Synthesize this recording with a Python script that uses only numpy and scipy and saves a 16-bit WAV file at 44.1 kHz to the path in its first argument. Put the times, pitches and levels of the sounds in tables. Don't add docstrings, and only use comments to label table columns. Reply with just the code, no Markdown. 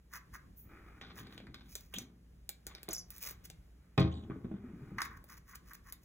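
import sys
import numpy as np
from scipy import signal
from scipy.fft import rfft, irfft, next_fast_len
from scipy.io import wavfile

SR = 44100
rng = np.random.default_rng(int(sys.argv[2]) if len(sys.argv) > 2 else 0)


def store_pcm(level_fs):
    pcm = np.round(np.clip(level_fs, -1, 1) * 32767).astype(np.int16)
    wavfile.write(sys.argv[1], SR, np.atleast_2d(pcm).T)


N = 266408
TIME = np.arange(N) / SR

# (frequency [Hz], spectral density [dB])
AIR_COLOUR = [(20, -52), (33, -38), (38, 1), (60, -2.5), (100, -8), (170, -10.5), (260, -16), (400, -22),
              (630, -29), (1000, -34), (1700, -33), (2600, -38), (4000, -40), (10000, -43), (15500, -44),
              (16500, -57)]
# (frequency [Hz], rms level [dB])
MAINS_HUM = [(59.2, -64), (177.6, -73.5)]
# (frequency [Hz], left-right likeness [0-1])
STEREO_LIKENESS = [(150, .99), (350, .6), (700, .1), (2500, .25), (4500, .75), (16000, .8)]
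# (middle [s], half length [s], well level [dB], bristle level [dB])
BRUSH_STROKES = [(0.153, 0.021, -47.5, -50.5), (0.352, 0.014, -50, -54.5), (1.191, 0.024, -57.5, -54.5),
                 (1.334, 0.022, -65, -70), (1.713, 0.027, -89, -61.5), (1.788, 0.062, -80, -63.5),
                 (1.943, 0.015, -59.5, -63), (1.999, 0.032, -67, -61), (3.15, 0.04, -69, -60),
                 (3.239, 0.021, -62.5, -45.5), (3.285, 0.026, -60, -47.5), (3.452, 0.009, -70, -56),
                 (4.986, 0.005, -51, -56), (5.02, 0.018, -50, -54), (5.056, 0.007, -56, -51.5)]
# (well level [dB], bristle level [dB], flick delay [s], flick hiss [dB])
STIR_TURNS = [(-56, -73, 0.04, -62.5), (-57, -59.5, 0.0584, -53.5), (-62, -62.5, 0.0497, -51),
              (-64.5, -63.5, 0.0553, -53.5), (-61, -64, 0.0486, -58.5), (-84, -59.5, .05, -60)]
# (frequency [Hz], width [Hz], level [dB])
WELL_MODES = [(1085, 233, -0.5), (1273, 485, -1.5), (1630, 444, -0.5), (1935, 453, -5)]
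# (frequency [Hz], spectral density [dB])
BRISTLE_COLOUR = [(1500, -9.5), (2350, 0), (3000, -7), (3700, -7), (5000, 0), (6500, 2.5), (8000, -8.5),
                  (10000, -3.5), (12000, -0.5), (14000, 0.5), (15600, 4), (16300, -23)]
# (start [s], hold [s], level [dB])
SLEEVE_GLIDES = [(0.63, 0.13, -59), (3.72, 0.01, -76), (4.55, 0.3, -66.5)]
# (frequency [Hz], spectral density [dB])
SLEEVE_COLOUR = [(120, 2), (330, 4), (650, -11), (850, -5), (1030, -10), (1280, 0), (1500, -5),
                 (2400, -7.5), (2750, -20), (7000, -32)]
# (start [s], hold [s], level [dB])
SLIDES = [(1.001, 0.5, -54), (1.94, 0.014, -50), (4.117, .44, -49.5), (4.595, 0.36, -50)]
# (frequency [Hz], spectral density [dB])
SLIDE_COLOUR = [(50, -12.5), (110, 3), (155, -6.5), (195, 2), (260, -4), (330, -6.5), (420, -10),
                (540, -24), (900, -23.5)]
# (time [s], level [dB], fade [dB/s], treble cut [Hz])
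SCUFFS = [(1.01, -50, 160, 6000), (1.166, -55, 90, 4500), (1.324, -60, 115, 5000), (1.538, -57, 143, 7000),
          (2.663, -53.5, 95, 3400), (2.881, -48.5, 230, 4500), (3.228, -55, 110, 3100),
          (3.9754, -37.5, 234, 6000), (4.297, -49, 250, 1700), (4.438, -59, 300, 2900),
          (4.512, -59, 260, 2700)]
# (frequency [Hz], spectral density [dB])
SCUFF_COLOUR = [(200, -13), (400, -0.5), (800, -7), (1050, -2.5), (1450, -1.5), (2300, -6), (2850, -9),
                (3500, -1.5), (4500, -5.5), (6500, -18.5), (9000, -48), (16000, -34)]
# (time [s], level [dB], brightest pitch [Hz], tray thud [dB])
FERRULE_TICKS = [(1.013, -38, 2700, -50), (1.164, -49, 1500, -59), (1.188, -45, 3500, -60),
                 (1.27, -46, 3200, -54), (1.325, -47, 3300, -59), (1.3785, -38.5, 3400, -51),
                 (1.402, -46, 2600, -52), (1.469, -45, 1500, -62), (1.5443, -37, 4000, -68),
                 (1.7535, -26, 7800, -54), (1.94, -33.5, 10900, -49.5), (1.985, -26, 8000, -46),
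                 (2.4917, -23, 9500, -47), (2.6673, -28, 8000, -45), (2.7504, -36, 4600, -49),
                 (2.7825, -48, 2980, -59), (2.831, -33.5, 9700, -56.5), (2.8885, -26, 9000, -44),
                 (2.9307, -23.5, 15000, -70), (3.1045, -33.5, 12900, -74), (3.1632, -39, 15500, -77),
                 (3.1813, -34.5, 15700, -82), (3.228, -31, 15000, -66), (3.288, -32, 15500, -66),
                 (3.3094, -31, 15500, -58), (3.4566, -39, 11000, -68), (3.5006, -36, 6500, -52),
                 (3.978, -27, 3200, -34), (3.9965, -29, 3400, -40), (4.0034, -33, 4200, -38),
                 (4.984, -39, 4700, -60), (5.0183, -22.5, 6000, -52), (5.241, -45, 15100, -56),
                 (5.557, -40, 9000, -70), (5.7343, -38, 14000, -71), (5.924, -31, 10500, -65)]
# (frequency [Hz], width [Hz], level [dB])
PLASTIC_MODES = [(390, 150, 5), (783, 260, 0), (1475, 460, 2), (2260, 800, 2.5), (3550, 1000, 3.5),
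                 (4690, 1820, 5), (6640, 1730, 1.5), (8360, 2000, 0.5), (11270, 1800, 0),
                 (13640, 2500, 3.5), (15200, 1200, 1)]
# (frequency [Hz], level [dB], t60 [s])
TRAY_MODES = [(790, -19, .16), (1147, -21, .15), (1510, -26, .12), (2124, -22, 0.17), (2320, -22, 0.2),
              (3200, -23, 0.12), (3620, -22, .12), (4040, -23, .12)]
# (time [s], level [dB], treble cut [Hz], hand grip [0 free, about 1 firm])
DESK_KNOCKS = [(1.225, -44.5, 230, 0.32), (1.475, -40, 74, 0), (2.886, -30.5, 560, 1.03),
               (3.978, -27.5, 2820, 0.19), (3.985, -21.5, 414, 0.08), (4.0069, -25, 377, 0.05),
               (4.047, -27.5, 380, 0.03), (4.299, -33, 350, 0.45), (4.445, -36, 310, 0.32),
               (4.513, -37, 420, .55)]
# (frequency [Hz], level [dB], t60 [s])
DESK_MODES = [(80, -12, 0.7), (101, -7, 0.3), (134.5, -1.5, 0.22), (181, -1.5, 0.2), (206, -7, 0.12),
              (266.1, -10.5, 0.2), (324.5, -5, 0.19), (396, -10.5, 0.12), (530, -13, 0.14),
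              (642, -10.5, 0.14), (721, -10, 0.14), (784, -15, 0.13), (1074, -9.5, 0.14),
              (1246, -11.5, 0.086), (1555, -15, 0.072), (1786, -11, 0.1), (2460, -8.5, 0.076),
              (3510, -10, 0.053)]
# (time [s], length [s], first pitch [Hz], last pitch [Hz], level [dB])
FERRULE_SLIPS = [(1.753, .003, 6700, 6300, -35), (1.9374, 0.0085, 3120, 2957, -37.5),
                 (1.954, 0.025, 2970, 3520, -41.5), (1.9843, 0.0033, 6410, 6260, -35),
                 (2.907, 0.0062, 6340, 5650, -36.5), (2.913, 0.0066, 7000, 5300, -33),
                 (2.931, .011, 7850, 5860, -30), (2.932, 0.011, 8600, 7080, -39),
                 (2.948, .015, 6620, 5280, -35), (2.973, 0.0142, 7430, 6400, -44),
                 (2.972, 0.024, 6310, 5870, -41), (2.996, .03, 5630, 5010, -49),
                 (4.11, 0.049, 3000, 4000, -55), (4.158, 0.089, 3800, 3360, -61)]
# (time [s], level [dB], pitch [Hz])
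BOX_BUMPS = [(4.302, -37, 225), (4.36, -40, 270), (4.446, -34, 240), (4.516, -34, 200), (4.541, -38, 200),
             (4.641, -41, 245), (4.69, -44, 215), (4.735, -41, 180), (4.82, -41, 140), (4.92, -39.5, 195)]
# (time [s], level [dB], length [s])
TUFT_DABS = [(4.9822, -34, 0.009), (5.002, -37, 0.007), (5.017, -35, 0.004), (5.054, -42, 0.0056),
             (5.531, -52.5, 0.011), (5.708, -52, 0.013)]
# (frequency [Hz], t60 [s])
ROOM_DECAY = [(150, 0.52), (800, 0.52), (2000, 0.25), (5000, 0.2), (15000, 0.13)]
# (frequency [Hz], level [dB])
ROOM_LEVEL = [(100, -20), (400, -11), (1000, -5), (2500, -3), (5000, -9), (15000, -13)]
# (frequency [Hz], phase [rad])
MIC_PORT_PHASE = [(380, 0), (700, -.8), (1000, -.7), (1400, -.2), (1900, .2), (2600, 1.0), (3200, .6),
                  (4000, 0)]


def from_db(db):
    return 10 ** (np.asarray(db) / 20)


def unit_rms(x):
    return x / np.sqrt(np.mean(x ** 2) + 1e-20)


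def at_hz(points, hz):
    table_hz, values = np.array(points).T
    return np.interp(np.log(np.maximum(hz, 1)), np.log(table_hz), values)


def cut(x, hz, kind, order=2):
    sections = signal.butter(order, np.clip(hz, 10, .45 * SR), kind, fs=SR, output="sos")
    return signal.sosfilt(sections, x)


def coloured(x, spectrum):
    size = next_fast_len(N)
    gain = from_db(at_hz(spectrum, np.arange(size // 2 + 1) * SR / size))
    return unit_rms(irfft(rfft(x, size) * gain, size)[..., :N])


def resonate(x, hz, width_hz):
    radius = np.exp(-np.pi * width_hz / SR)
    feedback = [1, -2 * radius * np.cos(2 * np.pi * hz / SR), radius ** 2]
    return signal.lfilter(np.array([1, 0, -1]) * (1 - radius ** 2) / 2, feedback, x)


def drift(per_s):
    return unit_rms(np.interp(TIME * per_s, np.arange(N // 4), rng.standard_normal(N // 4)))


def grains(per_s, spread_db):
    sizes = from_db(spread_db * np.minimum(rng.exponential(1, N), 4)) * rng.choice([-1, 1], N)
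    return sizes * (rng.random(N) < per_s / SR)


def gesture(age, attack_s, hold_s, fade_db_per_s):
    loss_db = np.clip(fade_db_per_s * (age - attack_s - hold_s), 0, 200)
    return np.clip(age / attack_s, 0, 1) * from_db(-loss_db)


def add(out, start_s, sound):
    start = int(start_s * SR)
    out[start:start + len(sound)] += sound[:N - start]


def ringing(modes, t, detune):
    return np.array([from_db(db - 60 * t / t60) * np.sin(2 * np.pi * hz * rng.normal(1, detune) * t)
                     for hz, db, t60 in modes])


def diffuse(size):
    mid, side = rfft(rng.standard_normal((2, size)))
    alike = np.clip(at_hz(STEREO_LIKENESS, np.arange(len(mid)) * SR / size), 0, 1)
    return irfft(np.sqrt((1 + alike) / 2) * mid + np.sqrt((1 - alike) / 2) * side * [[1], [-1]], size)


def room_tone(air_db=-62.3, waver_db=1.3, swell_db=2.64):
    hum = sum(from_db(db) * np.sqrt(2) * np.sin(2 * np.pi * (hz * TIME + rng.random()))
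              for hz, db in MAINS_HUM)
    air = from_db(air_db + waver_db * drift(per_s=6)) * coloured(diffuse(N), AIR_COLOUR)
    rumble = cut(air, 200, "low", order=1)
    swell = from_db(swell_db * drift(per_s=12)) - 1
    return air + swell * rumble + hum


def well(force):
    rings = sum((-1) ** k * from_db(db) * resonate(force, hz, width)
                for k, (hz, width, db) in enumerate(WELL_MODES))
    return unit_rms(cut(cut(rings, 786, "high"), 3100, "low"))


def brush_strokes(well_trim_db=-1):
    well_gain, hiss_gain = np.zeros(N), np.zeros(N)
    for middle, half_s, well_db, hiss_db in BRUSH_STROKES + stirring():
        swell = 1 / (1 + ((TIME - middle) / half_s) ** 4)
        well_gain += from_db(well_db + well_trim_db) * swell
        hiss_gain += from_db(hiss_db) * swell
    pressure = from_db(1.3 * drift(per_s=130))
    hollow = well_gain * well(grains(per_s=3000, spread_db=2))
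    hiss = hiss_gain * coloured(grains(per_s=2200, spread_db=4.6), BRISTLE_COLOUR)
    return pressure * (hollow + hiss)


def tip_skim(start_s=.56, level_db=-57):
    touch = gesture(TIME - start_s, attack_s=.02, hold_s=.022, fade_db_per_s=212)
    friction = coloured(rng.standard_normal(N), BRISTLE_COLOUR)
    return from_db(level_db) * touch * unit_rms(resonate(friction, hz=14100, width_hz=1300))


def sleeve(uneven_db=1.5):
    speed = sum(from_db(db) * gesture(TIME - start, attack_s=.11, hold_s=hold, fade_db_per_s=45)
                for start, hold, db in SLEEVE_GLIDES)
    uneven = from_db(uneven_db * drift(per_s=35))
    return speed * uneven * coloured(grains(per_s=2500, spread_db=2.4), SLEEVE_COLOUR)


def desk_slides(trim_db=-2, wobble_db=-5):
    pushes = [from_db(db + trim_db) * gesture(TIME - start, attack_s=.028, hold_s=hold, fade_db_per_s=70)
              for start, hold, db in SLIDES]
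    judder = np.max(pushes, axis=0) * coloured(grains(per_s=560, spread_db=1), SLIDE_COLOUR)
    wobble = from_db(wobble_db) * resonate(judder, hz=245, width_hz=40)
    return cut(judder, 990, "low") + wobble


def scuffs_and_clacks(trim_db=-5, catch_db=3.5, ring_db=1):
    catching = from_db(trim_db + catch_db * drift(per_s=66))
    friction = catching * coloured(grains(per_s=700, spread_db=2.8), SCUFF_COLOUR)
    scuffs, t = np.full(N, 1e-18), TIME[:SR // 2]
    for start, db, fade, top_hz in SCUFFS:
        rub = cut(friction[int(start * SR):][:len(t)], top_hz, "low", order=3)
        add(scuffs, start, from_db(db) * gesture(t, attack_s=.0035, hold_s=0, fade_db_per_s=fade) * rub)
    tray = sum(resonate(scuffs, hz, width_hz=60) for hz, _, _ in TRAY_MODES)
    return scuffs + from_db(ring_db) * tray


def tick_db(hz, level_db, bright_hz, thud_db):
    octaves = np.log2(hz / bright_hz)
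    return thud_db if hz < 1000 else level_db + min(8 * octaves, -9 * octaves)


def ferrule_ticks(contact_s=.00021, chatter_s=.0074, chatter_db=-17.5, ring_db=-3):
    out, t = np.zeros(N), TIME[:2048]
    impact = np.exp(-t / contact_s) + from_db(chatter_db) * np.exp(-t / chatter_s)
    for start, *contact in FERRULE_TICKS:
        tray = from_db(ring_db) * ringing(TRAY_MODES, TIME[:SR // 4], detune=.025)
        force = impact * rng.standard_normal(len(t))
        for k, (hz, width, db) in enumerate(PLASTIC_MODES):
            mode = resonate(force, hz, width)
            gain = (-1) ** k * from_db(db + tick_db(hz, *contact))
            add(out, start, gain * mode / np.abs(mode).max())
        tray_gains = from_db([tick_db(hz, *contact) + rng.normal(0, 2) for hz, _, _ in TRAY_MODES])
        add(out, start, tray_gains @ tray)
    return cut(out, 204, "high")


def desk_knocks(rattle_db=-10, rattle_t60=.12, grip_db_per_s=294.5, side_db=-6.5):
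    mid, side, t = np.zeros(N), np.zeros(N), TIME[:SR // 2]
    rattle_fade = from_db(rattle_db - 60 * t / rattle_t60)
    for start, db, top_hz, grip in DESK_KNOCKS:
        modes = ringing(DESK_MODES, t, detune=.012)
        damping = from_db(db - grip_db_per_s * grip * t)
        bass_cut_hz = 66 + 360 * grip ** 2
        for channel in (mid, side):
            desk = from_db(rng.normal(0, 2, len(modes))) @ modes
            rattle = rattle_fade * unit_rms(cut(rng.standard_normal(len(t)), [150, 3200], "band"))
            blow = cut(damping * (desk + rattle), top_hz, "low")
            add(channel, start, cut(blow, bass_cut_hz, "high"))
    spread = from_db(side_db) * cut(side, 330, "high")
    return cut(mid, 48, "high", order=4) + spread * [[-1], [1]]


def ferrule_squeaks(trim_db=-2.5, octave_db=-13, rise_share=.18, sag_db=7, release_db_per_s=1503):
    out, t = np.zeros(N), TIME[:SR // 8]
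    waver_hz = 380 * drift(per_s=1500)
    grip = from_db(trim_db + 4.33 * drift(per_s=290))
    for start, length, first_hz, last_hz, db in FERRULE_SLIPS:
        progress = np.minimum(t / length, 1)
        hz = first_hz + (last_hz - first_hz) * progress + np.interp(start + t, TIME, waver_hz)
        phase = 2 * np.pi * np.cumsum(hz) / SR
        rise = np.minimum(progress / rise_share, 1)
        fade = from_db(db - sag_db * progress - release_db_per_s * np.maximum(t - length, 0))
        add(out, start, rise * fade * (np.sin(phase) + from_db(octave_db) * np.sin(2 * phase)))
    return grip * out


def box_bumps(t60=.13, upper_ratio=1.55, upper_db=-9, upper_t60=.1):
    out, t = np.zeros(N), TIME[:SR // 2]
    for start, db, hz in BOX_BUMPS:
        phase = 2 * np.pi * hz * t
        hollow = from_db(db - 60 * t / t60) * np.sin(phase)
        upper = from_db(db + upper_db - 60 * t / upper_t60) * np.sin(upper_ratio * phase)
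        add(out, start, hollow + upper)
    return out


def brush_dabs():
    push = np.zeros(N)
    for start, db, length in TUFT_DABS:
        age = TIME[:4096] / length
        add(push, start, from_db(db) * 2 * age * np.exp(1 - 2 * age))
    return push * well(rng.standard_normal(N))


def stirring(start_s=5.132, turn_s=.1875, sweep_half_s=.028, flick_half_s=.0056, flick_well_db=-59.5):
    rows = []
    for turn, (well_db, hiss_db, delay, flick_db) in enumerate(STIR_TURNS):
        middle = start_s + turn * turn_s
        rows.append((middle, sweep_half_s, well_db, hiss_db))
        rows.append((middle + delay, flick_half_s, flick_well_db, flick_db))
    return rows


def room_reflections(x, first_echo_s=.00067):
    t, edges, tail = TIME[:SR // 2], np.geomspace(70, 18000, 9), 0
    for low, high in zip(edges, edges[1:]):
        hz = np.sqrt(low * high)
        decay = from_db(-60 * t / at_hz(ROOM_DECAY, hz)) * (t > first_echo_s)
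        band = unit_rms(cut(diffuse(len(t)), [low, high], "band") * decay)
        unity_gain = np.sqrt(2 * (high - low) / SR / len(t))
        tail = tail + from_db(at_hz(ROOM_LEVEL, hz)) * unity_gain * band
    return signal.fftconvolve(x[None], tail, axes=1)[:, :N]


def scene():
    palette = ferrule_ticks() + brush_strokes() + tip_skim() + brush_dabs() + ferrule_squeaks()
    desk = desk_knocks() + box_bumps() + desk_slides() + scuffs_and_clacks() + sleeve()
    direct = palette + desk * from_db([[.6], [-.6]])
    return direct + room_reflections(palette + desk.mean(axis=0)) + room_tone()


def record(dry, right_lag_s=10.3 / SR, lag_above_hz=2450, cutoff_hz=16700):
    hz = np.arange(N // 2 + 1) * SR / N
    treble_phase = 2 * np.pi * right_lag_s * np.maximum(hz - lag_above_hz, 0)
    phase = at_hz(MIC_PORT_PHASE, hz) + treble_phase
    right = irfft(rfft(dry[1]) * np.exp(-1j * phase), N)
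    return cut(np.array([dry[0], right]), cutoff_hz, "low", order=24)


dry = scene()
out = record(dry)
store_pcm(out)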